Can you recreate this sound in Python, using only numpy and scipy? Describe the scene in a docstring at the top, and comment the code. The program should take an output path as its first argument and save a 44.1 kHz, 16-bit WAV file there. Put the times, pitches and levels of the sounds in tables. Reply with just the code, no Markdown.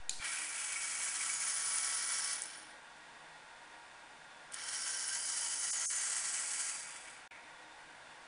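"""A small robot drives out and back

A switch snaps on, and a two-wheeled robot crosses a hard floor, rests, and returns more slowly.
Its gear teeth chatter and make the plastic body ring, notes come and go, and a dry bearing squeals.
The whir grows with motor speed and with nearness to a microphone above the track, and sound
bouncing off the floor colours it. Ventilation hums in the room."""
import sys
import numpy as np
from scipy import signal
from scipy.fft import rfft, irfft
from scipy.io import wavfile
from scipy.ndimage import uniform_filter1d, map_coordinates

SR = 44100
rng = np.random.default_rng(int(sys.argv[2]) if len(sys.argv) > 2 else 0)


def to_wav(s):
    """Save 16-bit WAV."""
    ch = np.atleast_2d(s).T  # columns
    pcm = np.round(np.clip(ch, -1, 1) * 32767)  # PCM
    wavfile.write(sys.argv[1], SR, pcm.astype(np.int16))


N = 364707
TIME = np.arange(N) / SR
FREQS = np.arange(4097) * SR / 8192  # the frequencies [Hz] at which filters are drawn
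METRES_PER_TOOTH, TEETH_PER_TURN = .001, 195  # "teeth" counts gear teeth: up going out, down going back

# The drive out and the drive back. (start [s], speeding up [s], power off [s], speed lost in braking [0-1],
# coasting time constant [s], standstill [s], whir level [dB], body level [dB], wheel wobble [dB])
RUNS = [(0.203, 0.05, 2.338, 0.38, 0.165, 2.76, -40.5, -45.5, 0),
        (4.512, 0.2, 6.69, 0.05, 0.24, 7.27, -40.5, -48.5, 1.5)]


def gearbox(run, force, chassis_gain, teeth, loudest_past_m, split_hz=3900):
    """Chattering gears shake the plastic body: a bright whir, and a lower sound that swells under load."""
    start, whir_db, body_db, wobble_db = run[0], *run[6:]
    speed, near = motor_speed(run), nearness(teeth, loudest_past_m)
    treble = 1 / (1 + (split_hz / (FREQS + 1)) ** 12)
    whir, body = (colour(force, chassis_gain * np.sqrt(share)) for share in (treble, 1 - treble))
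    whir, body = (part / np.std(part[speed > .5]) for part in (whir, body))
    turning_db = wobble_db * np.cos(2 * np.pi * teeth / TEETH_PER_TURN)
    pulling_away_db = 9 * decay(start, t60=.87)
    whir_gain = from_db(whir_db) * speed ** .94 * near
    body_gain = from_db(body_db + turning_db + pulling_away_db) * speed ** .33 * near ** .95
    return whir_gain * whir + body_gain * body


def motor_speed(run, settle_s=.1, brake_s=.025):
    """Speed from 0 to 1: the motors spin up, cruise, brake briefly, coast and stop."""
    start, spin_up, power_off, brake, coast, standstill = run[:6]
    rise = np.clip((TIME - start) / spin_up, 0, 1)
    since_off = np.maximum(TIME - power_off, 0)
    braking = 1 - brake * (1 - np.exp(-since_off / brake_s))
    stopping = np.clip((standstill - TIME) / settle_s, 0, 1)
    return rise * braking * np.exp(-since_off / coast) * stopping


def gear_chatter(teeth, tooth_hz, rattles_per_tooth=12, tap_db=-10, slide_db=-4, flutter_db=1.35):
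    """The force in the gears: each tooth taps, rattles loosely and slides on its neighbour."""
    slack = .12 * drift(150) * np.abs(tooth_hz) / tooth_hz.max()  # shifts each tap a little
    taps = np.abs(np.diff(np.floor(teeth + slack), prepend=0))
    loose = rng.random(N) < rattles_per_tooth * (np.abs(tooth_hz) + 20) / SR
    rattle = loose * rng.choice([-1, 1], N)
    force = unit(rattle) + from_db(tap_db) * unit(taps) + from_db(slide_db) * rng.standard_normal(N)
    return force * from_db(flutter_db * drift(90))  # the loudness flutters quickly at random


# The notes at which the plastic body and the gearbox ring.
# (pitch [Hz], rough width [Hz], relative level forwards [dB], relative level backwards [dB])
CHASSIS_NOTES = [(1146, 314, -19, -17), (1350, 62, -11.5, -7.5), (1500, 156, -12, -10),
                 (1647, 47, -8.5, -7.5), (1936, 128, -8.5, -4.5), (2259, 85, -6.5, -6.5),
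                 (2680, 130, -20, -13.5), (2994, 120, -18, -11), (3160, 400, -12, -11.5),
                 (4240, 390, -13, -12), (4790, 220, -6, -5), (5280, 220, -4.5, -8.5),
                 (5270, 120, -10.5, -12), (5630, 210, -3.5, -4), (6440, 45, -3, 1), (6380, 650, -1.5, -4),
                 (6910, 100, 1, 0), (7350, 160, 1.5, -0.5), (7910, 245, 2.5, 1), (8100, 200, -18, -26),
                 (8600, 380, 1.5, -0.5), (9270, 420, -5, -2), (9400, 220, 3, -7), (9060, 160, -2, -5),
                 (9944, 317, 5.5, -0.5)]


def chassis(backwards):
    """How strongly the plastic body answers each frequency, for one direction of travel."""
    column = 3 if backwards else 2
    power = sum((from_db(row[column]) * bell(row[0], 2 * row[1])) ** 2 for row in CHASSIS_NOTES)
    return np.sqrt(power)


# The tones of the gear whine. (multiple of the tooth rate [times], relative level [dB])
WHINE_TONES = [(5, -23.5), (6, -21), (7, -16), (8, -22), (10, -23), (12, -21.5), (26, -20.5), (30, -17.5)]


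def gear_whine(teeth, speed, level_db=-41):
    """Teeth meeting at a regular rate make clean tones, loudest just past the microphone."""
    phase = 2 * np.pi * teeth + .1 * drift(12)
    tones = sum(from_db(db + 2.2 * drift(10.93)) * np.sin(round(k) * phase) for k, db in WHINE_TONES)
    near = nearness(teeth, loudest_past_m=.083)
    return np.sqrt(2) * tones * from_db(level_db) * near ** 3.6 * speed ** 2


# Ringing notes, each heard best around one place on the track. (pitch [Hz], width [Hz], place [m],
# reach [m], pitch bend [Hz per m], level forwards [dB], level backwards [dB])
PASSING_NOTES = [(938, 50, 0.294, 0.039, -1, -71, -62), (1552, 110, 0.365, 0.046, -400, -57, -53.5),
                 (2264, 190, 0.067, 0.085, -300, -72, -57), (2500, 390, 0.018, 0.15, -1.5, -53, -59),
                 (3026, 170, 0.33, 0.099, 301, -85, -56.5), (4940, 120, 0.29, 0.048, -600, -60, -53),
                 (5380, 110, 0.37, 0.04, -900, -53, -51.5), (5630, 100, 0.34, 0.067, 700, -59.5, -52),
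                 (6370, 110, 0.23, 0.034, -900, -51, -46.5), (6950, 140, 0.22, 0.024, -2000, -50, -47),
                 (7700, 200, 0.16, 0.047, -1000, -52, -50), (8520, 170, 0.188, 0.033, -5.5, -60, -46.5),
                 (9340, 170, 0.3, 0.092, -2000, -47.5, -49.5), (9750, 360, 0.28, 0.087, -0.5, -42, -44.5)]


def passing_notes(teeth, speed_out, speed_back):
    """Ringing notes bend, swell and fade, each loudest at one place along the track."""
    sound = np.zeros(N)
    for hz, width, place, reach, hz_per_m, out_db, back_db in PASSING_NOTES:
        past_m = teeth * METRES_PER_TOOTH - place
        pitch = hz * (1 + .005 * drift(30)) + hz_per_m * past_m
        note = ringing(pitch, width, pure=250 / width)  # narrow notes sing more clearly
        flutter = from_db(3 * drift(120) + 1.2 * drift(18))
        drive = from_db(out_db) * speed_out ** .49 + from_db(back_db) * speed_back ** .49
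        sound += unit(note * flutter) * drive * np.exp(-.5 * (past_m / reach) ** 2)
    return sound


def coasting_ring(speed, level_db=-57.5):
    """A thin ring of the gearbox holds on while the drive back coasts to a stop."""
    power_off = RUNS[1][2]
    fade_in = np.clip((TIME - power_off) / .2 + 1, 0, 1)
    return from_db(level_db) * ringing(hz=4750, width=170, pure=1) * speed ** .89 * fade_in


# The squeal early in the drive out. (time [s], pitch [Hz], level before swells [dB])
SQUEAL_PATH = [(0.17, 2340, -90), (0.195, 2351, -51), (0.3, 2313, -48), (0.39, 2350, -52.5),
               (0.6, 2300, -55), (0.72, 2263, -53.5), (0.97, 2250, -50.5), (1.13, 2260, -59),
               (1.34, 2262, -55), (1.7, 2235, -90)]
# Moments when the bearing catches. (time [s], length [s], swell [dB])
BEARING_CATCHES = [(0.754, 0.018, 15), (0.801, 0.023, 8), (1.201, 0.022, 15), (1.284, 0.03, 13.5)]


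def dry_bearing(rattle_db=3):
    """A dry bearing sings one finely rattling note that sags a little and swells where it catches."""
    swell_db = sum(db * np.sin(np.pi * np.clip((TIME - start) / length, 0, 1))
                   for start, length, db in BEARING_CATCHES)
    note = ringing(curve(SQUEAL_PATH), width=240, pure=2.2)
    rattle = from_db(rattle_db * drift(190))
    return unit(note * rattle) * from_db(curve(SQUEAL_PATH, column=2) + swell_db)


def wheel_grip(level_db=-44):
    """The wheels grip the floor with a short rasp."""
    return from_db(level_db) * noise_band(hz=1700, width=1500) * decay(start=.223, t60=.11)


# The notes at which the circuit board rings. (pitch [Hz], rough width [Hz], relative level [dB])
BOARD_NOTES = [(2440, 140, -9.5), (3140, 150, -8.5), (4220, 450, -4.5), (6650, 410, -9), (7060, 620, -3.5),
               (8140, 500, -12), (9500, 1300, -12.5)]


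def power_switch(start=.0941, snap_db=-18, buzz_db=-47, rattle_db=-45.5):
    """The slide switch scrapes over and snaps home; the circuit board buzzes and rattles briefly."""
    push = .4 * rng.standard_normal(N) * decay(start, t60=.02)
    push[int(start * SR) + SR // 1000] += 1  # the snap, 1 ms into the scrape
    board = np.sqrt(sum((from_db(db) * bell(hz, 2 * width)) ** 2 for hz, width, db in BOARD_NOTES))
    snap = colour(push, board)
    snap *= from_db(snap_db) / np.abs(snap).max()
    grains = rng.standard_normal(N) * from_db(3 * drift(400))
    buzz = unit(colour(grains, bell(hz=4330, width=1800) ** 2)) * decay(start, t60=.53)
    rattle = unit(colour(rng.standard_normal(N), bell(hz=7100, width=8000))) * decay(start, t60=.89)
    return room(snap, echo_db=-17, t60=.25) + from_db(buzz_db) * buzz + from_db(rattle_db) * rattle


def electric_pop(time_s=.2002, offset_db=-44):
    """A small, steady electrical offset ends suddenly and makes a soft, dull pop."""
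    held = (TIME < time_s) * np.clip(TIME / .005, 0, 1)
    return colour(-from_db(offset_db) * held, np.sqrt(bell(hz=0, width=1030)))


# Knocks in the gears on braking and on setting off again. (time [s], relative level [dB])
GEAR_KNOCKS = [(2.4197, -24.5), (2.436, -30), (2.456, -35), (4.521, -35), (4.5365, -31), (4.5429, -26)]


def gear_knocks():
    """The slack between the teeth closes with bright ticks."""
    blows = sum(from_db(db) * decay(start, t60=.018) for start, db in GEAR_KNOCKS)
    return room(.5 * blows * noise_band(hz=8800, width=7500), echo_db=-11, t60=.09)


def nearness(teeth, loudest_past_m, mic_along_m=.27, mic_height_m=.29):
    """Nearer is louder: the gain reaches 1 at loudest_past_m along the track from the microphone."""
    along_m = teeth * METRES_PER_TOOTH - mic_along_m - loudest_past_m
    return mic_height_m / np.hypot(mic_height_m, along_m)


def floor_bounce(sound, teeth, lag_ms=.098, ms_per_tooth=.00022, strength=.2):
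    """The floor's echo comes later as the robot drives out, sweeping a broad peak through the whir."""
    lag_samples = (lag_ms + ms_per_tooth * teeth) * SR / 1000
    return sound + strength * map_coordinates(sound, [np.arange(N) - lag_samples], order=3)


# Short dips in the whole sound. (start [s], end [s], nominal depth [dB], mainly below [Hz])
LEVEL_DIPS = [(5.708, 5.730, -18, 5000), (5.858, 5.900, -22, 5000), (7.277, 7.309, -36, 16000)]


def level_dips(sound, hiss_db=-55):
    """Taking away a duller copy makes the sound dip briefly; after the last dip a little hiss fades."""
    for start, end, depth_db, below_hz in LEVEL_DIPS:
        dull = signal.sosfiltfilt(signal.butter(6, below_hz, fs=SR, output="sos"), sound)
        window = uniform_filter1d(1. * ((TIME > start) & (TIME < end)), size=90)
        sound = sound - (1 - from_db(depth_db)) * window * dull
    hiss = noise_band(hz=2150, width=1300) * decay(start=LEVEL_DIPS[-1][1], t60=1)
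    return sound + from_db(hiss_db) * hiss


# The tone of the rushing air. (frequency [Hz], relative level [dB])
AIR_TONE = [(25, -9.5), (50, -10.5), (90, -15), (200, -14), (400, -12.5), (650, -1.5), (1000, -1.5),
            (1900, -3), (2600, -5.5), (3600, -12.5), (4500, -12), (6500, -16), (9800, -16), (10600, -28)]
# Pitches that the air duct lifts or weakens. (pitch [Hz], width [Hz], lift [dB])
DUCT_NOTES = [(145, 22, 4.5), (234, 21, 3.5), (302, 210, 6), (501.6, 11, 9.5), (743, 20, 4.5),
              (845.5, 19, 7.5), (936, 35, 9), (1123, 58, 3), (1314, 133, -8.5), (1412, 140, 9),
              (1620, 90, 3.5), (1673, 22, 6.5), (1890, 42, 8.5), (3610, 210, 7.5)]
# How loud the air is. (time [s], level [dB])
AIR_LOUDNESS = [(0, -57), (0.17, -58), (0.26, -55.5), (8.27, -55)]


def ventilation():
    """Air rushes through a ringing duct."""
    air_hz, air_db = np.transpose(AIR_TONE)
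    shape_db = np.interp(np.log(FREQS + 1), np.log(air_hz), air_db)
    shape_db += sum(lift * bell(hz, width) for hz, width, lift in DUCT_NOTES)
    level_db = curve(AIR_LOUDNESS) + .35 * drift(35)
    return unit(colour(rng.standard_normal(N), from_db(shape_db))) * from_db(level_db)


# Faint tones in the background. (pitch [Hz], typical level [dB])
FAINT_TONES = [(156, -87), (312, -81), (748, -79), (861, -79), (940, -84), (1599, -74.5), (3435, -78.5)]


def faint_tones():
    """Faint wavering tones and a thin whistle sit in the background."""
    tones = sum(from_db(db + 4.3 * drift(9)) * np.sin(2 * np.pi * hz * TIME + 1.3 * drift(9))
                for hz, db in FAINT_TONES)
    return np.sqrt(2) * tones


def room(sound, echo_db, t60):
    """Add the room's many echoes, blurred into one fading tail."""
    age = TIME[:SR // 2]
    tail = rng.standard_normal(len(age)) * np.exp(-np.log(1000) * age / t60) * (age > .003)
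    return sound + from_db(echo_db) * signal.oaconvolve(sound, tail / np.linalg.norm(tail))[:N]


def ringing(hz, width, pure):
    """A note shaken at random; the higher pure is, the more it sings as a clean tone."""
    rate = 1.8 * width
    phase = 2 * np.pi * np.cumsum(hz + np.zeros(N)) / SR
    return unit((drift(rate) + pure) * np.cos(phase) + drift(rate) * np.sin(phase))


def noise_band(hz, width):
    """A hiss centred on one pitch."""
    return unit(colour(rng.standard_normal(N), bell(hz, width) ** 2))


def colour(sound, gain):
    """Filter a sound with one gain for each of FREQS, so that it rings after a tap, never before."""
    cepstrum = irfft(np.log(gain + 1e-6))[:len(FREQS) - 1]
    cepstrum[1:] *= 2
    tap_response = irfft(np.exp(rfft(cepstrum, 2 * len(cepstrum))))
    return signal.oaconvolve(sound, tap_response)[:N]


def bell(hz, width):
    """A bell-shaped peak over frequency: the power of one ringing note."""
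    return 1 / (1 + (2 * (FREQS - hz) / width) ** 2)


def decay(start, t60):
    """Jump to 1 at start, then fade by 60 dB every t60 seconds."""
    age = TIME - start
    return (age >= 0) * np.exp(-np.log(1000) * np.clip(age / t60, 0, 10))


def drift(rate):
    """A random wander of size about 1 that turns rate times a second."""
    return unit(np.interp(TIME * rate, np.arange(16384), rng.standard_normal(16384)))


def curve(rows, column=1):
    """Join one column of a table with straight lines in time."""
    rows = np.array(rows)
    return np.interp(TIME, rows[:, 0], rows[:, column])


def unit(sound):
    """Scale to an average strength (rms) of 1."""
    return sound / np.sqrt(np.mean(sound ** 2))


def from_db(db):
    """Turn decibels into a gain."""
    return 10 ** (np.asarray(db) / 20)


def scene():
    """The robot's two drives, its small clicks and the background, the same in both channels."""
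    speed_out, speed_back = (motor_speed(run) for run in RUNS)
    tooth_hz = 188.3 * speed_out - 154 * speed_back  # teeth per second, negative going back
    teeth = np.cumsum(tooth_hz) / SR
    force = room(gear_chatter(teeth, tooth_hz), echo_db=-8.5, t60=.3)
    drive_out = gearbox(RUNS[0], force, chassis(backwards=False), teeth, loudest_past_m=.063)
    drive_back = gearbox(RUNS[1], force, chassis(backwards=True), teeth, loudest_past_m=-.083)
    robot = floor_bounce(drive_out + drive_back, teeth) + gear_whine(teeth, speed_out)
    robot += passing_notes(teeth, speed_out, speed_back) + coasting_ring(speed_back)
    robot += dry_bearing() + wheel_grip() + power_switch() + electric_pop() + gear_knocks()
    mono = level_dips(robot + ventilation() + faint_tones())
    return np.array([mono, mono])


def record(dry, top_hz=10750):
    """A steep filter cuts off the highest treble."""
    return signal.sosfilt(signal.ellip(10, .2, 60, top_hz, fs=SR, output="sos"), dry)


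dry = scene()
out = record(dry)
to_wav(out)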